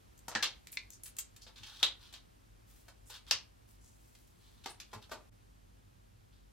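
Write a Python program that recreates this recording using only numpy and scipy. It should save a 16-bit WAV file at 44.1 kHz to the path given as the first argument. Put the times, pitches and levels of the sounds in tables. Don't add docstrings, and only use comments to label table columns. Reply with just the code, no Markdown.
import sys
import numpy as np
from scipy import signal
from scipy.fft import rfft, irfft
from scipy.io import wavfile
from scipy.ndimage import uniform_filter1d

SR = 44100
rng = np.random.default_rng(int(sys.argv[2]) if len(sys.argv) > 2 else 0)


def unload_audio(sound):
    columns = np.transpose(np.atleast_2d(sound))
    steps = np.round(np.clip(columns, -1, 1) * 32767)
    wavfile.write(sys.argv[1], SR, steps.astype(np.int16))


N = 287550


def amp(db):
    return 10 ** (np.asarray(db) / 20)


def unit_rms(x):
    return x / np.sqrt(np.mean(x ** 2) + 1e-20)


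def curve(points, hz):
    f, value = np.transpose(points)
    return np.interp(np.log(hz + 1), np.log(f + 1), value)


def add(mix, s, sound):
    part = mix[..., max(round(s * SR), 0):][..., :sound.shape[-1]]
    part += sound[..., :part.shape[-1]]


def sharpest_click(gain):
    log_gain = np.log(np.maximum(np.r_[gain, gain[-2:0:-1]], 1e-5))
    return np.fft.ifft(np.exp(np.conj(signal.hilbert(log_gain)))).real


def stereo_pair(spectra, correlation, hz):
    same = np.clip(curve(correlation, hz), -1, 1)
    return np.array([spectra[0], same * spectra[0] + np.sqrt(1 - same ** 2) * spectra[1]])


# f/Hz, relative level/dB
AIR_EQ = [(15, -41), (27, -28), (38, -11.5), (53, -6.5), (76, -15), (108, -8.5), (135, -20), (212, -19),
          (300, -22), (450, -25.5), (700, -25.5), (2100, -35.5), (14000, -43.5), (16000, -54.5)]
# f/Hz, left-right correlation
AIR_IMAGE = [(30, 1), (60, 0.77), (130, 0.39), (290, -0.25), (640, -0.87), (1400, -0.47), (3100, 0.59),
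             (15000, -0.29)]
# t/s, gain/dB
HISS_LEVEL = [(0, 1.5), (2.5, 0), (4.4, -0.5), (5.295, 1), (5.302, -19), (5.325, -0.5), (6.5, -2)]
# f/Hz, rms level/dB
MAINS_HUM = [(49.5, -69.5), (100, -78)]


def room_tone(air_db=-62, waver=0.23, split_hz=200):
    hz, t = np.fft.rfftfreq(N, 1 / SR), np.arange(N) / SR
    spectra = stereo_pair(rfft(rng.standard_normal((2, N))), AIR_IMAGE, hz) * amp(curve(AIR_EQ, hz))
    air = amp(air_db) * unit_rms(irfft(spectra, N))
    rumble = irfft(rfft(air) / (1 + (hz / split_hz) ** 4), N)
    hiss = (air - rumble) * amp(np.interp(t, *np.transpose(HISS_LEVEL)))
    knots = np.linspace(0, t[-1], num=40)
    drift = np.interp(t, knots, rng.standard_normal(len(knots)))
    hum = sum(amp(db) * np.sqrt(2) * np.sin(2 * np.pi * f * t + waver * drift) for f, db in MAINS_HUM)
    return rumble + hiss + hum * (1 + waver * drift)


# f/Hz, gain/dB
KNOCK_EQ = [(40, -17), (150, -11.5), (330, -4.5), (550, -3), (900, 0), (1400, -5.5), (2200, -13.5),
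            (5000, -27), (16000, -57)]
# f/Hz, gain/dB
SNAP_EQ = [(40, -32.5), (400, -20), (1000, -12), (1800, -5), (2700, -2), (4500, -0.5), (6000, -4.5),
           (8000, -13.5), (11000, -32.5), (16000, -51)]
# f/Hz, gain/dB
GRIT_EQ = [(40, -33.5), (1500, -23), (5000, -9.5), (7500, 0.5), (10000, -7.5), (13000, -4), (16000, -17.5)]


def contact(knock_db, snap_db, grit_db, ring_db, ring_hz, octaves, chatter_s,
            firm_s=0.0012, rise=0.47, size=4096):
    hz, t = np.fft.rfftfreq(size, 1 / SR), np.arange(size) / SR
    knock = amp(knock_db + curve(KNOCK_EQ, hz))
    snap = amp(snap_db + curve(SNAP_EQ, hz))
    grit = amp(grit_db + curve(GRIT_EQ, hz))
    ring = amp(ring_db) / (1 + abs(np.log2((hz + 1) / ring_hz) / octaves) ** 3)
    body = sharpest_click(np.linalg.norm([knock, snap, grit, ring], axis=0))
    force = rng.standard_normal(size) * np.exp(-t / chatter_s) * (1 - np.exp(-t / (rise * chatter_s)))
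    force *= chatter_s / firm_s / np.linalg.norm(force)
    force[0] += 1
    spectrum = rfft(force)
    broad_power = uniform_filter1d(abs(spectrum) ** 2, size=50)
    spectrum *= rfft(sharpest_click(broad_power ** -.5))
    return signal.fftconvolve(irfft(spectrum), body)[:size]


# t/s, snap/dB, grit/dB, ring/dB, ring/Hz, chatter/s, room send/dB
HAND_CLICKS = [ (0.1776, -48, -39, -30, 7000, 0.0021, 0), (0.191, -39, -30, -40, 8000, 0.0021, -4),
               (0.6720, -24, -24.5, -18.5, 2150, 0.0007, -2), (0.7282, -32, -24.5, -24, 2320, .0009, 5.5),
               (0.7724, -10.5, -32, 5.5, 2250, 0.0015, -4), (0.905, -35, -26.5, -18.5, 7040, 0.00046, -4.5),
               (1.0359, -44, -21.5, -14.5, 10600, .0005, -1), (1.057, -22.5, -23.5, -23, 8450, 0.006, 1.5),
               (1.1677, -28, -24.5, -19, 7700, .0015, -2), (1.1862, -12.5, -8.5, -2.5, 7360, 0.0036, -0.5),
               (1.364, -27.5, -28, -32, 8200, 0.0026, 0.5), (4.1507, -30, -34.5, -38, 5030, 0.0047, 0),
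               (4.8018, -15.5, -31, -19, 6100, 0.0019, 1.5), ]


def hand_click(s, snap_db, grit_db, ring_db, ring_hz, chatter_s, send_db,
               octaves=0.22, overtone_ratio=1.81, overtone_db=-8):
    levels = np.array([snap_db - 17, snap_db, grit_db, ring_db])
    first = contact(*levels, ring_hz, octaves, chatter_s)
    second = contact(*(levels + overtone_db), ring_hz * overtone_ratio, octaves, chatter_s)
    return s, first + second, send_db


# t/s, knock/dB, snap/dB, grit/dB, ring/Hz, chatter/s
PLATE_NUDGES = [ (0.2825, -6.5, -18.5, -15.5, 5860, .0019), (0.316, -12, -20, -35, 1300, 0.00078),
                (1.4664, -21, -28, -48.5, 3800, 0.0031), (1.5600, -42, -26.5, -43, 3680, 0.0032),
                (1.6333, -33.5, -18.5, -34, 3170, 0.0025), (1.8260, -12.5, -18, -40, 1530, 0.0026),
                (2.1273, -29, -27, -29.5, 3450, 0.0022), (2.138, -27, -19.5, -32.5, 3540, 0.0032),
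                (2.8824, -21.5, -27.5, -32, 1520, .0029), (3.0996, -20, -27, -22.5, 1500, 0.0032),
                (4.6604, -6.5, -11, -23.5, 1060, 0.0011), (4.931, -7.5, -20, -26.5, 840, 0.0053),
                (5.095, -22.5, -36.5, -41, 5560, 0.0018), (5.1149, -3.5, -17.5, -22.5, 1030, 0.0067), ]


def nudge(s, knock_db, snap_db, grit_db, ring_hz, chatter_s, octaves=.22, send_db=4.5):
    ring_db = snap_db + 4.5
    return s, contact(knock_db, snap_db, grit_db, ring_db, ring_hz, octaves, chatter_s), send_db


# t/s, lowest mode's level/dB, tilt/(dB per octave)
COUNTER_PUSHES = [(0.351, -54, 7), (1.6, -57, -6), (4.956, -46, -9.5)]
# f/Hz, decay/s (twice the time to the peak)
COUNTER_MODES = [(108, 0.0187), (220, 0.022), (310, 0.015)]


def counter_push(db, tilt_db):
    t = np.arange(SR // 2) / SR
    thump = np.zeros(len(t))
    for hz, decay in COUNTER_MODES:
        gain = amp(db + tilt_db * np.log2(hz / COUNTER_MODES[0][0]))
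        envelope = 2 * t / decay * np.exp(1 - 2 * t / decay)
        thump += gain * envelope * np.sin(2 * np.pi * hz * t)
    return thump


# t/s, knock/dB, snap/dB, grit/dB,
# edge ring/dB, edge ring/Hz, chatter/s, room send/dB, tip delay/s, flat ring/dB, flat ring/Hz
TREAT_LANDINGS = [ (0.352, -3.5, 1, -48, 2, 1600, 0.0016, -0.5, 0.0057, 9, 1660),
                  (0.4266, -11, 4, -9.5, -1.5, 2980, 0.0031, 2, .0065, 4.5, 3700),
                  (1.8303, -8.5, 4.5, -7, 14.5, 3390, 0.00082, 0.5, .0043, 13, 3796),
                  (3.3112, -9, 5, -6.5, 10, 5000, 0.0012, 0.5, .0023, 4.5, 3040), ]
PLATE_HZ = 1208


def landing(s, knock_db, snap_db, grit_db, ring_db, ring_hz, chatter_s, send_db, tip_s, flat_db, flat_hz,
            spring_s=0.00107, halving_db=11):
    edge_octaves = .58 * 2 ** (-ring_db / halving_db)
    flat_octaves = .36 * 2 ** (-flat_db / halving_db)
    edge = contact(knock_db - 7.5, snap_db, grit_db, ring_db, ring_hz, edge_octaves, chatter_s)
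    spring = contact(knock_db, -np.inf, -np.inf, ring_db=snap_db - 7, ring_hz=PLATE_HZ,
                     octaves=0.36, chatter_s=chatter_s)
    flat = contact(knock_db + 1.5, snap_db - 8.5, grit_db - 8.5, flat_db, flat_hz,
                   flat_octaves, chatter_s * 1.9)
    return [(s, edge, send_db), (s + spring_s, spring, send_db), (s + tip_s, flat, send_db + 1.5)]


# t/s, length/s, level before trim/dB, centre/Hz, half-width/octaves
FINGER_STROKES = [(0.715, 0.044, -53.5, 11800, 0.41), (0.913, 0.055, -59, 6540, 0.37),
                  (1.034, 0.072, -54.5, 9650, 0.61), (1.414, 0.042, -58, 4870, 0.43),
                  (2.667, 0.23, -68.5, 9000, 3.3), (3.057, 0.08, -64.5, 8000, .5),
                  (3.674, 0.087, -70, 9050, 1.5), (3.804, 0.17, -70, 6960, 0.45),
                  (3.914, 0.77, -75, 8080, 1.2), (4.689, 0.035, -57.5, 8900, 0.2)]


def rub(length, db, centre_hz, octaves, grains_per_s=4000, rise=.2, skirt=1.822,
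        grain_db=2.5, catch_db=5, catch_s=0.0056):
    t = np.arange(SR) / SR
    slips = rng.standard_normal(SR) * (rng.random(SR) < grains_per_s / SR)
    sizes_db = grain_db * np.minimum(rng.exponential(1, SR), 3)
    catches = rng.uniform(-0.92, 1, size=400)
    grip = np.interp(t / catch_s, np.arange(len(catches)), catches)
    slips *= amp(sizes_db + catch_db * grip)
    stroke = np.interp(t / length, [0, rise, 1, 1.1], [0.35, 0.86, 0.19, 0.019])
    off_centre = abs(np.log2((np.fft.rfftfreq(SR, 1 / SR) + 1) / centre_hz) / octaves)
    friction = irfft(rfft(slips * stroke) / (1 + off_centre ** skirt), SR)
    return amp(db) * unit_rms(friction[:int(length * SR)])


# t/s, length/s, crust level before trim/dB
PLATE_SCRAPES = [(1.472, 0.032, -61.5), (1.555, 0.14, -62.5), (1.654, 0.16, -56.5), (1.788, 0.12, -57.5),
                 (1.993, .13, -62.5), (2.147, 0.038, -61.5), (3.097, 0.065, -56), (3.14, .05, -53.5),
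                 (3.266, 0.1, -58), (4.391, 0.41, -73.5), (4.638, 0.03, -57.5), (4.914, 0.015, -65),
                 (5.015, 0.049, -61.5), (5.106, 0.058, -60), (6.322, 0.093, -76.5)]


def scrape(length, db):
    crust = rub(length, db, centre_hz=3757, octaves=0.42, grains_per_s=3300, rise=0.13, skirt=1.7)
    plate = rub(length, db - 11, centre_hz=PLATE_HZ, octaves=.6, skirt=3.076)
    return crust + plate


# f/Hz, rms phase/rad
PORT_STRAY = [(100, 0.13), (500, 0.95), (1300, .25), (2400, 0.8), (4500, 0.82), (16000, 0.87)]


def microphone_ports(x, lag_s=.000017, ripple_hz=900, balance_db=0.6):
    hz = np.fft.rfftfreq(N, 1 / SR)
    ripple = np.sin(2 * np.pi * (hz / ripple_hz + rng.random())) * np.sqrt(2)
    phase = 2 * np.pi * hz * lag_s + ripple * curve(PORT_STRAY, hz)
    sides = np.array([[-1], [1]])
    return irfft(rfft(x) * np.exp(.5j * sides * phase), N) * amp(-balance_db * sides)


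# f/Hz, T60/s
REVERB_TIMES = [(100, 0.11), (400, 0.35), (1000, 0.27), (3500, 0.24), (6000, 0.21), (9000, .17),
                (16000, 0.049)]
# f/Hz, left-right correlation
REVERB_IMAGE = [(100, .75), (350, 0.22), (700, 0.44), (1050, 1), (1600, 0.87), (2400, 0.7), (5000, 0.053),
                (16000, 0.12)]


def kitchen(x, predelay_s=0.0007, early_db=4, early_s=0.024, taps_per_s=5000):
    count = SR // 2
    t = np.arange(count) / SR
    taps = rng.standard_normal((2, count)) * (rng.random((2, count)) < taps_per_s / SR)
    taps *= (t > predelay_s) * amp(early_db * np.exp(-t / early_s))
    hz, when, bands = signal.stft(taps, SR, nperseg=256)
    bands = bands.transpose(0, 2, 1) * amp(-60 * when[:, None] / curve(REVERB_TIMES, hz))
    bands = stereo_pair(bands, REVERB_IMAGE, hz)
    energy = (abs(bands) ** 2).sum(1, keepdims=True)
    bands /= np.sqrt(uniform_filter1d(energy, size=3, axis=2))
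    tail = signal.istft(bands.transpose(0, 2, 1), SR, nperseg=256)[1]
    return signal.oaconvolve(x[None], tail / np.linalg.norm(tail[0]), axes=1)[:, :N]


def scene(friction_trim_db=-2, push_send_db=-9, spots=5):
    # t/s, sound, room send/dB
    cues = [touch for row in TREAT_LANDINGS for touch in landing(*row)]
    cues += [nudge(*row) for row in PLATE_NUDGES]
    cues += [hand_click(*row) for row in HAND_CLICKS]
    cues += [(s, amp(friction_trim_db) * scrape(*row), 0) for s, *row in PLATE_SCRAPES]
    cues += [(s, amp(friction_trim_db) * rub(*row), 0) for s, *row in FINGER_STROKES]
    cues += [(s, counter_push(*row), push_send_db) for s, *row in COUNTER_PUSHES]
    direct, sends = np.zeros(N), np.zeros((spots, N))
    for k, (s, sound, send_db) in enumerate(cues):
        add(direct, s, sound)
        add(sends[k % spots], s, sound * amp(send_db))
    return microphone_ports(direct) + sum(kitchen(send) for send in sends) + room_tone()


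def record(dry, cutoff_hz=16100):
    high_cut = signal.firwin(511, cutoff_hz, window=("kaiser", 9), fs=SR)
    return signal.oaconvolve(dry, high_cut[None], "same")


dry = scene()
out = record(dry)
unload_audio(out)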